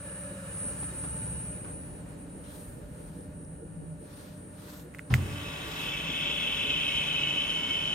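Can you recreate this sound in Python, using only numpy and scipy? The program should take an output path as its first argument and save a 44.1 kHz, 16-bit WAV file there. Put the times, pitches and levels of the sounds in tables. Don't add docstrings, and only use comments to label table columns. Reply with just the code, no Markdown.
import sys
import numpy as np
from scipy import signal
from scipy.fft import rfft, irfft, next_fast_len
from scipy.io import wavfile
from scipy.ndimage import uniform_filter1d

SR = 44100
rng = np.random.default_rng(int(sys.argv[2]) if len(sys.argv) > 2 else 0)


def wav_record(signal):
    frames = np.transpose(np.atleast_2d(signal))
    bounded = np.clip(frames, -1, 1)
    quanta = np.round(bounded * 32767).astype(np.int16)
    wavfile.write(sys.argv[1], SR, quanta)


N = 350154
T = np.arange(N) / SR
SIZE = 2 * next_fast_len(N // 2 + 1, True)
FREQ = np.maximum(np.arange(SIZE // 2 + 1) * SR / SIZE, 1)
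PUMP_START_S, VANE_HZ = 5.1, 143.6

# frequency in Hz, likeness (clipped to -1..1).
MIC_LIKENESS = [(60, 0.89), (150, 0.92), (300, 0.82), (640, 0.17), (1400, -0.05), (6000, 0.38),
                (7100, 0.63), (8200, 0.56), (9500, -1.11), (11000, -1.07), (11800, 0.058), (12500, .92),
                (14300, .92), (15700, -.6)]
# frequency in Hz, left minus right in dB before scaling.
MIC_BIAS = [(300, -.4), (1200, -1.5), (2300, -1.5), (3400, 3), (5000, 9.5), (6400, 2), (8000, -2)]

# time in seconds, level in dB.
RUMBLE_LEVEL = [(0, -58), (.35, -54), (1.1, -42.5), (1.7, -45), (3.3, -46.5), (5.0, -55.5)]
GEAR_LEVEL = [(0, -58), (.8, -54), (1.3, -52.5), (1.8, -51), (2.4, -52.5), (3.1, -53.5), (3.7, -55),
              (4.3, -54), (5.0, -57)]
RUSH_LEVEL = [(0, -55.5), (.85, -53.5), (1.3, -55.5), (1.8, -59.5), (2.3, -61.5), (3.0, -62.5), (3.6, -67),
              (5.0, -62)]
WHINE_LEVEL = [(0, -50.5), (.45, -45.5), (.7, -40.5), (1.1, -43), (1.75, -51), (2.05, -58.5), (4.8, -61),
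               (7.94, -59)]
# frequency in Hz, relative level in dB.
RUMBLE_SPECTRUM = [(15, -45), (25, -14), (46, 2.5), (59, 3), (135, -0.5), (167, 4), (227, -9), (260, -6.5),
                   (340, -48), (570, -120)]
GEAR_SPECTRUM = [(120, -30), (200, -5.5), (286, 2), (323, -8.5), (352, -8), (588, -6.5), (618, -8.5),
                 (636, -16.5), (760, -15), (990, -21.5), (1670, -120)]
RUSH_SPECTRUM = [(350, -12.5), (600, -12), (640, -8.5), (770, -14.5), (867, -8.5), (1020, -10.5),
                 (1740, -11), (1910, -14), (2920, -19.5), (3510, -25), (3870, -22), (5530, -29),
                 (8000, -22), (10400, -32), (12000, -29.5), (15500, -27.5)]
SKIRT_SPECTRUM = [(7000, -18), (8300, 1), (8950, 19), (9250, 8), (9600, -8), (10200, -27)]
MOTOR_HISS_SPECTRUM = [(4000, -8.5), (7000, -6), (8300, 1.5), (9000, 6), (9700, 2), (10300, -15),
                       (11300, -12), (13000, -17), (14500, -13), (15700, -5)]
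# pitch in Hz, level in dB at the bay, by the door, at the panel.
HUM_TONES = [(65.6, -53.5, -42.5, -59.5), (90.9, -56.5, -57, -58.5), (107.7, -51.5, -48.5, -61),
             (123.8, -56, -46, -60.5), (142.5, -52.5, -55, -61.5), (174.9, -51.5, -50.5, -61.5),
             (191.7, -52, -51.5, -57), (285.7, -56.5, -57.5, -59.5), (301.4, -70, -70, -60.5),
             (532.6, -57, -63, -72.5), (548.5, -56, -66, -86), (583, -56, -66, -66),
             (601.3, -60, -56.5, -64.5), (884, -77, -58.5, -77.5), (1144, -73, -83, -81.5),
             (1439, -70, -65, -76), (1725, -70, -77, -87), (1817, -72, -72, -78.5)]
# frequency in Hz, half-width in Hz,
# relative level in dB, time in seconds when the door starts to screen it.
CASING_MODES = [(1165, 25, -10, 0.83), (1300, 44, -6.5, 1.1), (1420, 60, -7, 1.2), (1535, 32, -5.5, 0.92),
                (1693, 19, 0.5, 0.93), (1800, 20, -10.5, 0.94), (2440, 130, -9.5, 1.7),
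                (2890, 56, -7, 1.47), (3830, 130, -10.5, 1.4)]
# pitch in Hz, relative dB at the bay and at the panel.
SIDEBANDS = [(7812, -30, -32), (8010, -26.5, -29), (8267, -21, -26), (8387, -22, -26), (8480, -20, -22),
             (8551, -19, -17), (8709, -17, -17), (8769, -10, -9), (8870, 3.5, 6), (8958, -5, -6),
             (9056, -7, -11), (9155, 5, 3), (9250, -16, -16), (9312, -16, -26), (9440, -23, -28),
             (9535, -18, -27)]
# time in seconds, distance in metres.
MIC_TRAVEL = [(0, .015), (.4, .0285), (.66, .037), (1.0, .075), (2.0, .078), (2.33, .133), (2.75, .137),
              (3.04, .152), (3.39, .19), (3.92, .193), (4.17, .228), (4.42, .247), (5.15, .266),
              (5.66, .267), (6.36, .342), (7.94, .346)]

# start in seconds, level in dB.
TAPS = [(.27, -42), (2.8172, -44)]
# frequency in Hz, relative level in dB, 60 dB decay in seconds.
CASE_MODES = [(860, 0, .03), (1330, -9, .02)]
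# start in seconds, level in dB, treble cutoff in Hz, 60 dB decay in seconds.
KNOCKS = [(.635, -43.5, 600, 0.32), (.805, -48, 2500, 0.073), (.825, -40, 3500, 0.11),
          (1.036, -39.5, 2900, 0.15), (1.266, -45, 1800, .1), (1.643, -43, 2500, 0.15),
          (1.675, -44.5, 1200, 0.24), (1.78, -53, 1500, 0.093), (6.07, -42, 300, 0.31),
          (6.64, -37, 330, 0.25)]
# frequency in Hz, relative level in dB.
KNOCK_SPECTRUM = [(200, 4), (300, -1), (600, -9), (1200, -8.5), (2500, -17), (6000, -18)]
# middle and half length in seconds, boost in dB.
BOOM_SWELLS = [(1.25, 0.21, 8), (3.298, 0.15, 7), (3.79, 0.24, 14)]

# frequency in Hz, half-width in Hz, relative level in dB.
SCRAPE_BANDS = [(1250, 300, -2), (1780, 260, -4), (3100, 480, 0), (3950, 400, -4), (5800, 900, -10)]
# middle and half length in seconds, swish level in dB, hiss level in dB.
SWISHES = [(2.545, 0.09, -62, -64), (2.66, 0.15, -71, -65.5), (3.073, 0.21, -67.5, -71.5),
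           (4.212, 0.16, -59, -65), (4.686, 0.11, -57, -61.5), (4.776, 0.067, -66.5, -60),
           (5.788, 0.14, -50, -55.5)]
# frequency in Hz, relative level in dB.
SWISH_SPECTRUM = [(500, -10), (900, 4), (1400, 3.5), (1780, 0.5), (2100, -2.5), (3000, -3), (3500, -1.5),
                  (3950, -1), (4400, -2.5), (6500, -7.5), (9000, -29), (15000, -77)]
SLEEVE_HISS_SPECTRUM = [(5000, -9), (8000, -1), (10300, 1), (11700, 5.5), (13500, -2), (14500, -1),
                        (15700, 2)]
# start in seconds, level in dB.
TICKS = [(3.206, -67), (3.448, -60)]
# frequency in Hz, half-width in Hz, relative level in dB.
TICK_BANDS = [(5600, 700, 2), (7200, 900, -5)]
# start in seconds, level in dB, the snap's offset in dB before its trim.
CLICKS = [(4.9405, -43, -10), (4.9472, -32, -15), (4.9857, -37.5, -6), (4.9924, -26.5, -28),
          (5.1395, -9, -9.5)]
# frequency in Hz, relative level in dB, 60 dB decay in seconds.
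KNOB_MODES = [(1390, -7.5, 0.014), (2044, 6.5, 0.0073), (2390, -3, 0.0073), (7000, -36, 0.024)]
# frequency in Hz, relative level in dB.
SNAP_SPECTRUM = [(500, 9), (2500, 8.5), (4500, 4), (7500, 5.5), (10300, 3), (12500, 1), (15500, 11)]

# start in seconds, level in dB.
JOLTS = [(5.101, -20.5), (5.1255, -20), (5.203, -31), (5.31, -36)]
# frequency in Hz, relative level in dB, 60 dB decay in seconds.
CABINET_MODES = [(61.5, -5, 0.4), (92.5, -3, 0.59), (123, 5, 0.14), (129, 0, 0.17), (216, -12.5, 0.49),
                 (368, -14, 0.11), (736, -17.5, 0.12)]
# frequency in Hz, half-width in Hz, relative level in dB, loudest moment in seconds.
HOUSING_MODES = [(2211, 14, -9, 7.35), (2195, 106, -10.5, 6.47), (2285, 25, -12.5, 6.3),
                 (2410, 40, -11.5, 6.8), (2578, 37, -1.5, 6.97), (2616, 100, -1, 5.52),
                 (2660, 27, -2, 6.26), (2740, 66, -4, 6.86), (2968, 42, 0, 7.36), (3080, 51, 3, 7.73),
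                 (3028, 60, -1, 6.63), (3136, 49, -1.5, 6.7), (3315, 65, -7, 6.4), (3390, 34, -4, 6.3),
                 (3440, 49, -7.5, 6.1), (3640, 90, -16, 6.2), (3820, 50, -11.5, 6.93)]
# time in seconds, level in dB.
RASP_LEVEL = [(5.22, -54.5), (5.45, -45), (5.71, -45.5), (5.85, -36), (6.04, -37), (6.26, -32.5),
              (7.0, -32), (7.42, -32), (7.6, -34), (7.94, -33)]
# frequency in Hz, left minus right in dB.
RASP_PAN = [(2200, -2.5), (2600, -2.2), (2800, -1), (3050, 1.5), (3400, 8), (3800, 9)]
# frequency in Hz, lag in milliseconds.
RASP_LAG = [(2200, -0.015), (2600, .05), (2800, 0.045), (3000, 0.093), (3800, 0.086)]
# frequency in Hz, half-width in Hz, relative level in dB.
OVERTONE_BANDS = [(4256, 28, 0.5), (5100, 48, 5), (5630, 45, -3.5), (5990, 50, -6), (6490, 67, 1),
                  (6880, 130, -11), (7250, 120, -4.5), (8150, 61, -7.5)]
# frequency in Hz, relative level in dB.
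CHURN_SPECTRUM = [(30, -1), (50, 11), (110, 0.5), (180, 5), (270, 8.5), (400, 1), (530, 0.5), (610, 4.5),
                  (700, -0.5), (980, 3), (1270, -1.5), (1450, 4.5), (1640, 0), (1900, 2.5), (2400, 0),
                  (3500, -5.5), (4200, -11.5), (8000, -29)]
PUMP_HISS_SPECTRUM = [(5000, 8.5), (8500, 10.5), (10000, 3), (12000, 8.2), (14500, 7.6), (15700, 13.5)]
# multiple of the vane rate, level in dB.
VANE_TONES = [(1, -53), (2, -58), (3, -59), (4, -56.5)]
# frequency in Hz, half-width in Hz, relative level in dB.
EXHAUST_BANDS = [(3426, 30, -3.5), (3788, 19, 1.5), (3865, 12, -2)]


def undb(db):
    return 10 ** (np.asarray(db) / 20)


def unit(x):
    return x / np.sqrt(np.mean(x ** 2))


def curve(points):
    return np.interp(T, *np.transpose(points))


def across(points):
    hz, value = np.transpose(points)
    return np.interp(np.log(FREQ), np.log(hz), value)


def colour(points):
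    low_hz, high_hz = points[0][0], points[-1][0]
    return undb(across(points)) / (1 + (low_hz / FREQ) ** 8) / (1 + (FREQ / high_hz) ** 12)


def resonances(bands):
    power = sum(undb(2 * db) / (1 + ((FREQ - hz) / width) ** 2) ** 2 for hz, width, db in bands)
    return np.sqrt(power)


def noise(gain):
    return irfft(gain * (rng.standard_normal(len(FREQ)) + 1j * rng.standard_normal(len(FREQ))))[:N]


def resonant_noise(bands):
    return unit(noise(resonances(bands)))


def drift(rate_hz):
    steps = rng.standard_normal(4096)
    return 1.2 * np.interp(T * rate_hz * 2, np.arange(len(steps)), steps)


def tone(hz, scatter, rate_hz):
    phase = 2 * np.pi * (np.cumsum(hz * np.ones(N)) / SR + rng.random())
    in_phase = (1 + scatter * drift(rate_hz)) * np.cos(phase)
    return unit(in_phase + scatter * drift(rate_hz) * np.sin(phase))


def ring(modes, start, rise):
    first = int(np.ceil(start * SR))
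    t = np.maximum(T[:SR] + first / SR - start, 0)
    ringing = sum(undb(db - 60 * t / t60) * np.sin(2 * np.pi * hz * t) for hz, db, t60 in modes)
    out = np.zeros(N)
    out[first:first + SR] = ringing * (1 - np.exp(-(t / rise) ** 2))
    return out


def burst(start, t60):
    return (T >= start) * undb(-60 * np.maximum(T - start, 0) / t60)


def bump(start, t60, rise):
    return burst(start, t60) * np.clip((T - start) / rise, 0, 1)


def swell(middle_s, half_s):
    return np.exp(-((T - middle_s) / half_s) ** 2)


def settle(start, from_db, to_db, lag_s):
    return to_db + (from_db - to_db) * np.exp(-np.maximum(T - start, 0) / lag_s)


def diffuse(gain, bias=0.67):
    likeness = np.clip(across(MIC_LIKENESS), -1, 1)
    mid, side = noise(gain * np.sqrt(1 + likeness)), noise(gain * np.sqrt(1 - likeness))
    lean = undb(np.outer([.5, -.5], bias * across(MIC_BIAS)))
    lean /= np.sqrt(np.mean(lean ** 2, axis=0))
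    return irfft(rfft([mid + side, mid - side], SIZE) * lean)[:, :N] / np.std(mid)


def place(x, lag_ms, pan_db):
    bins = rfft(x, SIZE)
    late = bins * np.exp(-2j * np.pi * FREQ * lag_ms / 1000)
    return np.array([irfft(bins * undb(pan_db / 2))[:N], irfft(late * undb(-pan_db / 2))[:N]])


def room(x, t60):
    t = T[:SR // 2]
    tail = rng.standard_normal((2, len(t))) * undb(-60 * t / t60) * (t > .003)
    return signal.fftconvolve(x[None], tail / np.sqrt(np.sum(tail[0] ** 2)), axes=1)[:, :N]


def drive(chain_hz=4.85, link_s=3.0, chain_db=-54, boom_db=-55):
    passing_s = [.74, 1.12, 2.1]
    hum = sum(undb(np.interp(T, passing_s, levels)) * tone(hz, scatter=0.43, rate_hz=3 + hz / 200)
              for hz, *levels in HUM_TONES)
    seating = (.5 + .5 * np.cos(2 * np.pi * chain_hz * (T - link_s))) ** 2
    grumble = diffuse(resonances([(346, 26, -0.13), (465, 45, -1.4)]))
    chain = grumble * seating * undb(chain_db + 1.5 * drift(4))
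    rumble = diffuse(colour(RUMBLE_SPECTRUM)) * undb(curve(RUMBLE_LEVEL) - 1)
    close_db = sum(db * swell(middle, half) for middle, half, db in BOOM_SWELLS)
    boom = diffuse(resonances([(160.3, 6.9, 0)])) * undb(boom_db + close_db)
    gears = diffuse(colour(GEAR_SPECTRUM)) * undb(curve(GEAR_LEVEL) + 1.5)
    rush = diffuse(colour(RUSH_SPECTRUM)) * undb(curve(RUSH_LEVEL) + 0.81 * drift(12))
    return hum + chain + rumble + boom + gears + rush


def gear_casing(level_db=-59, echo_db=-5, screened_db=-17, throb_hz=4.4, throb_db=0.5, grit_db=1.36):
    waver_db = throb_db * np.cos(2 * np.pi * throb_hz * T) + grit_db * drift(35)
    casing = sum(resonant_noise([(hz, width, 0)]) * undb(settle(start, db, db + screened_db, lag_s=0.39))
                 for hz, width, db, start in CASING_MODES)
    direct = place(casing, lag_ms=0.082, pan_db=-1.5)
    echo = room(casing, t60=0.033) * undb(echo_db)
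    return (direct + echo) * undb(level_db + waver_db)


def standing_wave(reflection=.45, node_spacing_m=.019):
    phase = 2 * np.pi * curve(MIC_TRAVEL) / node_spacing_m
    return unit(np.abs(1 + reflection * np.exp(1j * phase)))


def inverter(tone_db=5, hiss_db=-17, motor_distance_m=0.194, sound_m_s=343):
    level = undb(curve(WHINE_LEVEL))
    screened = np.interp(T, [1.3, 2.0], [0, 1])
    approach_m_s = motor_distance_m * uniform_filter1d(np.gradient(np.log(level)) * SR, size=SR // 4)
    doppler = 1 + approach_m_s / sound_m_s + 0.00019 * drift(3)
    whine = unit(sum(undb(bay + (panel - bay) * screened) * tone(hz * doppler, scatter=0.18, rate_hz=4)
                     for hz, bay, panel in SIDEBANDS))
    skirt = unit(noise(colour(SKIRT_SPECTRUM))) * undb(-9 - 6 * screened)
    direct = place(undb(tone_db) * whine + skirt, lag_ms=0.038, pan_db=0)
    hiss = diffuse(colour(MOTOR_HISS_SPECTRUM)) * undb(hiss_db)
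    return (direct * standing_wave() + hiss) * level


def case_taps():
    taps = sum(undb(db) * ring(CASE_MODES, start, rise=.0005) for start, db in TAPS)
    return np.array([taps, -taps])


def drum_knocks():
    knocks = 0
    for start, db, cutoff_hz, t60 in KNOCKS:
        thud = diffuse(colour(KNOCK_SPECTRUM) / (1 + (FREQ / cutoff_hz) ** 2))
        knocks += thud * bump(start, t60, rise=0.0046) * undb(db)
    return knocks


def glove(start=2.435, level_db=-56, grit_db=2):
    scrape = diffuse(resonances(SCRAPE_BANDS)) * bump(start, t60=0.47, rise=0.018)
    return scrape * undb(level_db + grit_db * drift(110))


def sleeve():
    swish_level, hiss_level = 0, 0
    for middle, half, swish_db, hiss_db in SWISHES:
        speed = swell(middle, half)
        swish_level += speed * undb(swish_db)
        hiss_level += speed * undb(hiss_db)
    swish = swish_level * diffuse(colour(SWISH_SPECTRUM), bias=1.4)
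    hiss = hiss_level * diffuse(colour(SLEEVE_HISS_SPECTRUM))
    return (swish + hiss) * undb(drift(40))


def finger_ticks():
    return diffuse(resonances(TICK_BANDS)) * sum(undb(db) * burst(s, t60=.015) for s, db in TICKS)


def switch(snap_trim_db=-7, knob_room_db=-18, snap_room_db=-10):
    knob, snap_level = 0, 0
    for start, db, snap_db in CLICKS:
        knob += undb(db) * ring(KNOB_MODES, start, rise=0.00065)
        decay = burst(start, t60=0.0062) + undb(snap_room_db) * burst(start, t60=0.098)
        snap_level += undb(db + snap_db + snap_trim_db) * decay
    echo = room(knob, t60=0.11) * undb(knob_room_db)
    return place(knob, lag_ms=0, pan_db=-6) + echo + snap_level * diffuse(colour(SNAP_SPECTRUM))


def jolt(shudder_db=-31, rattle_db=-37, dull_hz=1300):
    boom = sum(undb(db) * ring(CABINET_MODES, start, rise=0.0095) for start, db in JOLTS)
    shudder = diffuse(resonances([(hz, hz / 5, db) for hz, db, _ in CABINET_MODES]))
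    shudder *= bump(5.11, t60=1.0, rise=0.014) * undb(shudder_db)
    rattle = diffuse(colour(KNOCK_SPECTRUM) / np.hypot(1, FREQ / dull_hz) ** .5)
    rattle *= bump(5.098, t60=0.46, rise=0.0097) * undb(rattle_db)
    return place(boom, lag_ms=-0.36, pan_db=0) + shudder + rattle


def pump_housing(stage_half_s=0.67, off_stage_db=-7.5, waver_db=.6):
    rings, power = 0, 0
    for hz, width, db, loudest_s in HOUSING_MODES:
        off_stage = 1 - swell(loudest_s, stage_half_s)
        gain = undb(db + off_stage_db * off_stage + waver_db * drift(5))
        rings += resonant_noise([(hz, width, 0)]) * gain
        power += gain ** 2
    return rings / np.sqrt(power)


def pump(sag_hz_per_s=.1, puff_depth=0.05, flutter_db=0.8, squeal_db=-36, echo_db=-8, boom_db=-50):
    running = np.clip((T - PUMP_START_S) / 0.022, 0, 1)
    spin_up = 1 - burst(PUMP_START_S, t60=.25)
    loaded_hz = VANE_HZ - sag_hz_per_s * (T - PUMP_START_S)
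    vane_hz = loaded_hz * spin_up * (1 + 0.00046 * drift(5.1))
    vane_phase = 2 * np.pi * np.cumsum(vane_hz) / SR
    puffs = (1 + puff_depth * np.cos(vane_phase)) * undb(flutter_db * drift(57))
    rasp_db = curve(RASP_LEVEL)
    rasp = unit(pump_housing() * puffs) * undb(rasp_db + 1)
    squealing = np.clip((T - 5.95) / 1.33, 0, 1)
    squeal = tone(21 * vane_hz, scatter=0.45, rate_hz=14) * undb(squeal_db) * squealing
    churn_db = settle(PUMP_START_S, from_db=-50.5, to_db=-42.5, lag_s=0.25)
    overtone_db = 0.84 * churn_db + 0.16 * rasp_db - 12.2
    overtones = unit(noise(resonances(OVERTONE_BANDS)) * puffs) * undb(overtone_db)
    direct = place(rasp + squeal, across(RASP_LAG), across(RASP_PAN))
    direct += place(overtones, lag_ms=0.042, pan_db=6)
    echo = room(rasp + overtones, t60=0.34) * undb(echo_db)
    churn = diffuse(colour(CHURN_SPECTRUM), bias=0.6) * undb(churn_db)
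    boom = diffuse(resonances([(163.0, 9.6, 0)])) * undb(boom_db)
    hiss_db = settle(PUMP_START_S, from_db=-57, to_db=-59, lag_s=0.12)
    thin_air_db = -3.2 * np.maximum(T - 6.7, 0)
    hiss = diffuse(colour(PUMP_HISS_SPECTRUM), bias=1.1) * undb(hiss_db + thin_air_db)
    drone = sum(undb(db) * tone(k * vane_hz, scatter=0.29, rate_hz=5) for k, db in VANE_TONES)
    return (direct + echo + churn + boom + hiss + drone) * running


def exhaust(start=5.2, whistle_db=-50, surge_db=-57, steady_db=-60):
    whistle = place(resonant_noise(EXHAUST_BANDS), lag_ms=0.33, pan_db=14)
    whistle *= bump(start, t60=9.3, rise=0.44) * undb(whistle_db)
    hum_level = bump(start, t60=5, rise=0.11) * undb(surge_db) + (T > start) * undb(steady_db)
    hum = tone(8 * VANE_HZ, scatter=0.15, rate_hz=4.3) * hum_level
    return whistle + place(hum, lag_ms=-0.17, pan_db=-1.5)


def scene():
    from_the_bay = drive() + gear_casing() + inverter() + case_taps() + drum_knocks()
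    at_the_panel = glove() + sleeve() + finger_ticks() + switch()
    return from_the_bay + at_the_panel + jolt() + pump() + exhaust()


def record(dry, top_hz=15800):
    return signal.sosfilt(signal.ellip(8, .2, 70, top_hz, fs=SR, output="sos"), dry)


dry = scene()
out = record(dry)
wav_record(out)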